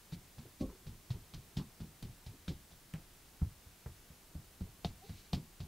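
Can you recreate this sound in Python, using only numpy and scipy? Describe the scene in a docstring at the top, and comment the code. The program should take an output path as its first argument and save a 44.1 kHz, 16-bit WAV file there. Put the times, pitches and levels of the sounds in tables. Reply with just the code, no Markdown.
"""Over a steady microphone hiss, quick bare footsteps: a toddler runs a lap around a stove
on a hollow chipboard floor, in a round, felt-walled room. Each step is a slap of skin; the weight
sags the deck and sets one board ringing and knocking on its joists. Toes tap after the heel and
furniture rattles. Scuffs, clatter, hollow knocks, grit, a loose board and a two-tone squeak join in."""
import sys
import numpy as np
from scipy import signal
from scipy.fft import rfft, irfft, next_fast_len
from scipy.io import wavfile
from scipy.ndimage import map_coordinates

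SR = 44100
rng = np.random.default_rng(int(sys.argv[2]) if len(sys.argv) > 2 else 0)


def unload_wav(signal):
    """Save mono or channel-first audio to the path in sys.argv[1] as 16-bit WAV at rate SR, clipped to [-1, 1]."""
    wavfile.write(
        sys.argv[1],
        SR,
        np.round(np.clip(np.atleast_2d(signal).T, -1, 1) * 32767).astype(np.int16),
    )


N = 250047
LEAD_S = 0.02
T = np.arange(round(0.6 * SR)) / SR - LEAD_S  # time since contact, s


def amp(db):
    """Decibels to gain."""
    return 10 ** (np.asarray(db) / 20)


def along(points, hz):
    """Interpolate (f/Hz, value) points on a log frequency axis."""
    f, value = np.transpose(points)
    return np.interp(np.log(hz + 1), np.log(f + 1), value)


def filtered(x, response):
    """Apply a gain given as a function of frequency."""
    n = x.shape[-1]
    padded = next_fast_len(n + 4096)
    return irfft(rfft(x, padded) * response(np.fft.rfftfreq(padded, 1 / SR)), padded)[..., :n]


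def noise(colour, coherence=((0, 1),), size=len(T)):
    """Coloured stereo noise, rms 1; left-right coherence as (f/Hz, 0-1) points, mono by default."""
    def mid_side_gains(f):
        angle = np.arccos(np.clip(along(coherence, f), 0, 1)) / 2
        return colour(f) * np.array([np.cos(angle), np.sin(angle)])
    mid, side = filtered(rng.standard_normal((2, size)), mid_side_gains)
    pair = np.array([mid + side, mid - side])
    return pair / pair.std()


def resonance(hz, q, top_hz):
    """Colour of a broad resonance, rolled off above top_hz."""
    def response(f):
        ratio = (f + 1) / hz
        return 1 / np.sqrt((1 + (q * (ratio - 1 / ratio)) ** 2) * (1 + (f / top_hz) ** 6))
    return response


def wander(rate_hz):
    """Random curve through rate_hz Gaussian points a second."""
    return map_coordinates(rng.standard_normal(len(T)), [np.arange(len(T)) * rate_hz / SR], order=1)


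def fade(rise_s, t60_s, delay_s=0):
    """Smooth attack around the delay, then exponential decay."""
    t = T - delay_s
    attack = (1 + np.tanh(t / rise_s)) / 2
    return attack * np.exp(-np.log(1000) * np.maximum(t, 0) / t60_s)


def at_level(x, db):
    """Set the rms level over the 40 ms of impact."""
    impact = (T > -0.004) & (T < 0.036)
    return amp(db) * x / np.sqrt(np.mean(x[..., impact] ** 2) + 1e-20)


def add(track, t, sound):
    """Mix in a sound with its contact at t seconds."""
    start = round((t - LEAD_S) * SR)
    count = min(len(T), N - start)
    track[:, start:start + count] += sound[..., :count]


# noise floor: f/Hz, relative density/dB
HISS_SPECTRUM = [(12, -31), (20, 5), (90, -3.5), (157, -6.5), (180, -4.5), (232, -9.5), (289, -8.5),
                 (352, -9), (534, -13.5), (597, -15.5), (649, -13), (857, -14.5), (1010, -15), (2090, -17),
                 (15500, -19.5)]
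# left-right likeness: f/Hz, coherence/0-1
HISS_COHERENCE = [(100, 0.99), (400, 0.86), (1200, 0.69), (4000, 0.65), (14000, 0.37)]
def hiss(db=-60.22):
    """Microphone hiss over the faint rumble of the room."""
    return amp(db) * noise(lambda f: amp(along(HISS_SPECTRUM, f)), HISS_COHERENCE, size=N)


# first contact, before pitch shift: f/Hz, relative level/dB
SNAP_SPECTRUM = [(700, 8), (1500, -1.5), (2200, -9), (2900, -1.5), (3700, 2.5), (4700, 3), (6000, -16.5),
                 (8000, -21), (12000, -42), (16000, -51)]
# skin patter, before pitch shift: f/Hz, relative level/dB
SKIN_SPECTRUM = [(900, -14), (1500, -7.5), (2200, -1.5), (3000, 1), (3800, 3), (4800, -1), (6000, -6.5),
                 (8000, -14), (12000, -22), (16000, -17)]
# bright chipboard modes: f/Hz, relative level/dB, t60/s
CHIPBOARD_MODES = [(2800, -41, 0.025), (3200, 18, 0.043), (3850, -13.5, 0.24), (4440, 14, 0.029),
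                   (4530, -14, 0.18), (4600, 2, 0.2)]
def slap(db, patter_db, peak_hz):
    """The sole snaps onto the board; toes and nearby furniture smear it into a short patter."""
    unshifted_peak_hz = 3800
    shift = unshifted_peak_hz / peak_hz
    skin = lambda f: amp(along(SKIN_SPECTRUM, f * shift))
    snap = noise(lambda f: amp(along(SNAP_SPECTRUM, f * shift))) * fade(0.00036, t60_s=0.0069)
    ring = np.zeros(len(T))
    for hz, mode_db, t60_s in CHIPBOARD_MODES:
        gain = amp(mode_db + rng.normal(0, 2))
        ring += gain * np.sin(2 * np.pi * (hz * T + rng.random())) * fade(0.00025, t60_s)
    ring = skin(unshifted_peak_hz) * at_level(ring, db - 25)  # a dull slap hardly rings
    grain = amp(2 * wander(rate_hz=600))
    patter = noise(skin) * grain * fade(0.0037, t60_s=0.15, delay_s=0.00039)
    return at_level(snap, db - 11.5) + ring + at_level(patter, patter_db)


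def knock(db, far_db):
    """The board knocks on its joists and the room answers."""
    wood = noise(resonance(hz=400, q=1.1, top_hz=1590), coherence=[(300, 1), (1200, 0.98)])
    direct = fade(0.00048, t60_s=0.13)
    room = amp(far_db - 16) * fade(0.03, t60_s=0.24)
    return at_level(wood * (direct + room), db)


def floor_mode(hz, load_s):
    """A floor mode, pushed furthest down when the full weight arrives at load_s."""
    return -np.cos(2 * np.pi * hz * (T - load_s))


def thump(deck_db, deck_hz, board_db, board_hz, far_db):
    """The deck and one board ring; the rest of the floor rumbles on, more so from afar."""
    deck = floor_mode(deck_hz, load_s=0.0046) * fade(0.0026, t60_s=0.1, delay_s=0.0066)
    board = floor_mode(board_hz, load_s=0.00386) * fade(0.0041, t60_s=0.055, delay_s=0.0035)
    overtone = floor_mode(board_hz * 1.824, load_s=0.00388) * fade(0.0015, t60_s=0.044, delay_s=0.001)
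    spread = noise(resonance(board_hz * 0.84, q=2.55, top_hz=board_hz * 1.7))
    spread *= fade(0.0092, t60_s=0.26, delay_s=0.005)
    sway = noise(resonance(hz=50, q=0.82, top_hz=113)) * fade(0.0093, t60_s=0.4, delay_s=0.0025)
    ring = at_level(deck, deck_db + 0.1) + at_level(board, board_db - 0.3)
    rumble = at_level(spread, board_db - 5.5 + far_db) + at_level(sway, deck_db - 9.5 + 1.3 * far_db)
    return ring + at_level(overtone, board_db - 22.5) + rumble


def tap(db, hz):
    """A light contact rings in a narrow band."""
    return at_level(noise(resonance(hz, q=3.1, top_hz=hz * 1.4)) * fade(0.0029, t60_s=0.16), db)


# child's distance: t/s, distance/m
LAP_DISTANCE = [(0, 5.9), (1.2, 8.7), (2.2, 7.5), (2.9, 3.3), (3.5, 0.48), (4.3, 1.7), (4.9, 2.5),
                (5.6, 5.1)]
# flat, soft landings in the turn: t/s, softness/0-1
FOOT_SOFTNESS = [(2.7, 0), (2.94, 0.64), (3.4, 1), (4.3, 1), (4.6, 0)]
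# footfalls, nominal levels: t/s, deck/dB, board/dB, board f/Hz, slap/dB
FOOTFALLS = [(0.124, -53, -47, 158, -61), (0.383, -59.5, -53, 141, -58), (0.609, -46.5, -44.5, 208, -63),
             (0.868, -51, -49.5, 134.3, -57.5), (1.105, -50, -42, 130, -50.5),
             (1.338, -52, -51, 161, -50.5), (1.57, -48, -39, 170.4, -45), (1.804, -51.5, -49, 169, -59),
             (2.026, -48.5, -46, 152, -53.5), (2.264, -53, -55, 136, -54.5),
             (2.481, -47, -42.5, 175, -43.5), (2.715, -64.5, -64, 174, -59),
             (2.938, -50.5, -43, 158, -49.5), (3.417, -32, -35.5, 158.4, -70), (3.66, -56, -74, 168, -75),
             (3.861, -46.5, -46, 126, -48), (4.102, -59, -58.5, 144, -72), (4.351, -46.5, -48, 155, -70),
             (4.608, -42, -43, 183, -59), (4.847, -42.5, -40, 178, -38), (5.094, -45.5, -47, 160, -57.5),
             (5.332, -40, -36.5, 172, -37), (5.604, -48, -47.5, 145, -51.5)]
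def footsteps():
    """Weight drives thump, knock, toe tap and rattle; the slap drives patter; soft steps are duller."""
    track = np.zeros((2, N))
    for t, deck_db, board_db, board_hz, slap_db in FOOTFALLS:
        distance_m = np.interp(t, *np.transpose(LAP_DISTANCE))
        far_db = 14 * np.log10(distance_m / 3)  # the tail's share grows with distance
        softness = np.interp(t, *np.transpose(FOOT_SOFTNESS))
        deck_hz = np.interp(softness, [0, 1], [81, 74.3])
        slap_hz = np.interp(softness, [0, 1], [4040, 1290])
        heavy_db, sharp_db = board_db + 42, slap_db + 48.5  # relative to an ordinary step
        knock_db = -60.84 + 0.38 * heavy_db + 0.18 * sharp_db - 0.17 * far_db
        patter_db = -61.8 + 0.89 * sharp_db + 0.78 * far_db
        add(track, t, thump(deck_db, deck_hz, board_db, board_hz, far_db))
        add(track, t, knock(knock_db + 1.5 * softness, far_db))  # a flat foot knocks harder
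        add(track, t, slap(slap_db, patter_db, slap_hz))
        add(track, t + 0.0304, tap(deck_db - 10, hz=100))  # toes follow the heel
        for rattle_hz, rattle_db in [(340, -24.5), (900, -33)]:  # shaken furniture
            lag_s = 0.04 * (0.5 + rng.random())
            add(track, t + lag_s, tap(board_db + rattle_db + 0.77 * far_db, rattle_hz))
    return track


# sole strokes: centre t/s, half-width/s, level/dB
SCUFF_STROKES = [(0.137, 0.016, -56.5), (0.618, 0.015, -57.5), (5.093, 0.073, -65.5), (5.19, 0.039, -64),
                 (5.264, 0.021, -69)]
# skin friction: f/Hz, relative level/dB
SCUFF_SPECTRUM = [(900, -28), (2200, 0), (3200, -2.5), (4000, 4), (5000, -2), (6500, -6), (9000, -15),
                  (16000, -17)]
def scuffs():
    """Skin brushes softly across the chipboard."""
    t = np.arange(N) / SR
    strokes = sum(amp(db) * np.exp(-((t - centre_s) / half_width_s) ** 2)
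                  for centre_s, half_width_s, db in SCUFF_STROKES)
    return strokes * noise(lambda f: amp(along(SCUFF_SPECTRUM, f)), size=N)


# loose objects: t/s, level/dB, f/Hz
CLATTER_HITS = [(.453, -61.5, 367), (0.693, -66.5, 1010), (1.592, -61.5, 1000), (1.611, -48, 168),
                (2.32, -60, 250), (2.505, -55.5, 370)]
def clatter():
    """Loose things in the room knock lightly as the floor shakes."""
    track = np.zeros((2, N))
    for t, db, hz in CLATTER_HITS:
        add(track, t, tap(db, hz))
    return track


def struck(hits, modes, rise_s, blur_rad):
    """An object rings with the same modes at every hit, blurred by wandering phase."""
    track = np.zeros((2, N))
    for t, hit_db in hits:
        for hz, mode_db, t60_s in modes:
            phase = 2 * np.pi * hz * T + blur_rad * wander(rate_hz=110)
            add(track, t, at_level(np.sin(phase) * fade(rise_s, t60_s), hit_db + mode_db))
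    return track


# knocks on a hollow body: t/s, level/dB
HOLLOW_KNOCKS = [(.611, -42), (.628, -42.5), (.688, -59)]
# its modes: f/Hz, relative level/dB, t60/s
HOLLOW_MODES = [(231, -11.5, 0.11), (268, -0.5, 0.1), (305, -12.5, 0.24), (377, -13, 0.53),
                (520, -13.5, .2), (594, -14.5, 0.05), (778, -23, 0.1), (1095, -24, 0.21)]
def hollow_knocks():
    """Something hollow is knocked behind the stove and rings."""
    return struck(HOLLOW_KNOCKS, HOLLOW_MODES, rise_s=0.006, blur_rad=1)


# specks underfoot: t/s, level/dB
GRIT_CLICKS = [(1.573, -70), (2.0274, -65.5), (2.9387, -66), (5.3329, -63)]
def grit():
    """Specks of grit click between skin and board."""
    track = np.zeros((2, N))
    for t, db in GRIT_CLICKS:
        click = noise(resonance(hz=7000, q=0.21, top_hz=11000)) * fade(0.00022, t60_s=0.0071)
        add(track, t, at_level(click, db))
    return track


# steps on a loose board: t/s, level/dB
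LOOSE_BOARD_HITS = [(4.847, -48.5), (5.333, -53.5)]
# its modes: f/Hz, relative level/dB, t60/s
LOOSE_BOARD_MODES = [(473, -7, 0.043), (702, 0.5, 0.069), (825, -7, 0.071), (2914, -13, .025),
                     (3660, -6, .03), (4350, -6, 0.014)]
def loose_board():
    """A loose board clacks under the foot."""
    return struck(LOOSE_BOARD_HITS, LOOSE_BOARD_MODES, rise_s=0.00057, blur_rad=0.43)


# squeak tones: t/s, length/s, level/dB, start f/Hz, end f/Hz
SQUEAK_TONES = [(5.014, 0.041, -56, 700, 830), (5.033, 0.037, -56, 343, 496)]
def squeak():
    """Two faint tones swell and glide upward, blurred by the room."""
    track = np.zeros((2, N))
    for t, length_s, db, start_hz, end_hz in SQUEAK_TONES:
        progress = np.clip(T / length_s, 0, 1)
        phase = 2 * np.pi * np.cumsum(start_hz + (end_hz - start_hz) * progress) / SR
        add(track, t, amp(db) * np.sin(np.pi * progress) * np.sin(phase))
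    room = noise(np.ones_like, coherence=[(600, 0.99)]) * fade(0.003, t60_s=0.11, delay_s=0.008)
    room = room[:, T > 0]
    reverb = signal.fftconvolve(track, room / np.linalg.norm(room[0]), axes=1)[:, :N]
    return track + amp(-6.5) * reverb


def scene():
    """The running child in the quiet room."""
    ringing = hollow_knocks() + loose_board()
    return footsteps() + grit() + ringing + clatter() + squeak() + scuffs() + hiss()


def record(dry):
    """Brick-wall low-pass at 15750 Hz."""
    return filtered(dry, lambda f: f < 15750)


dry = scene()
out = record(dry)
unload_wav(out)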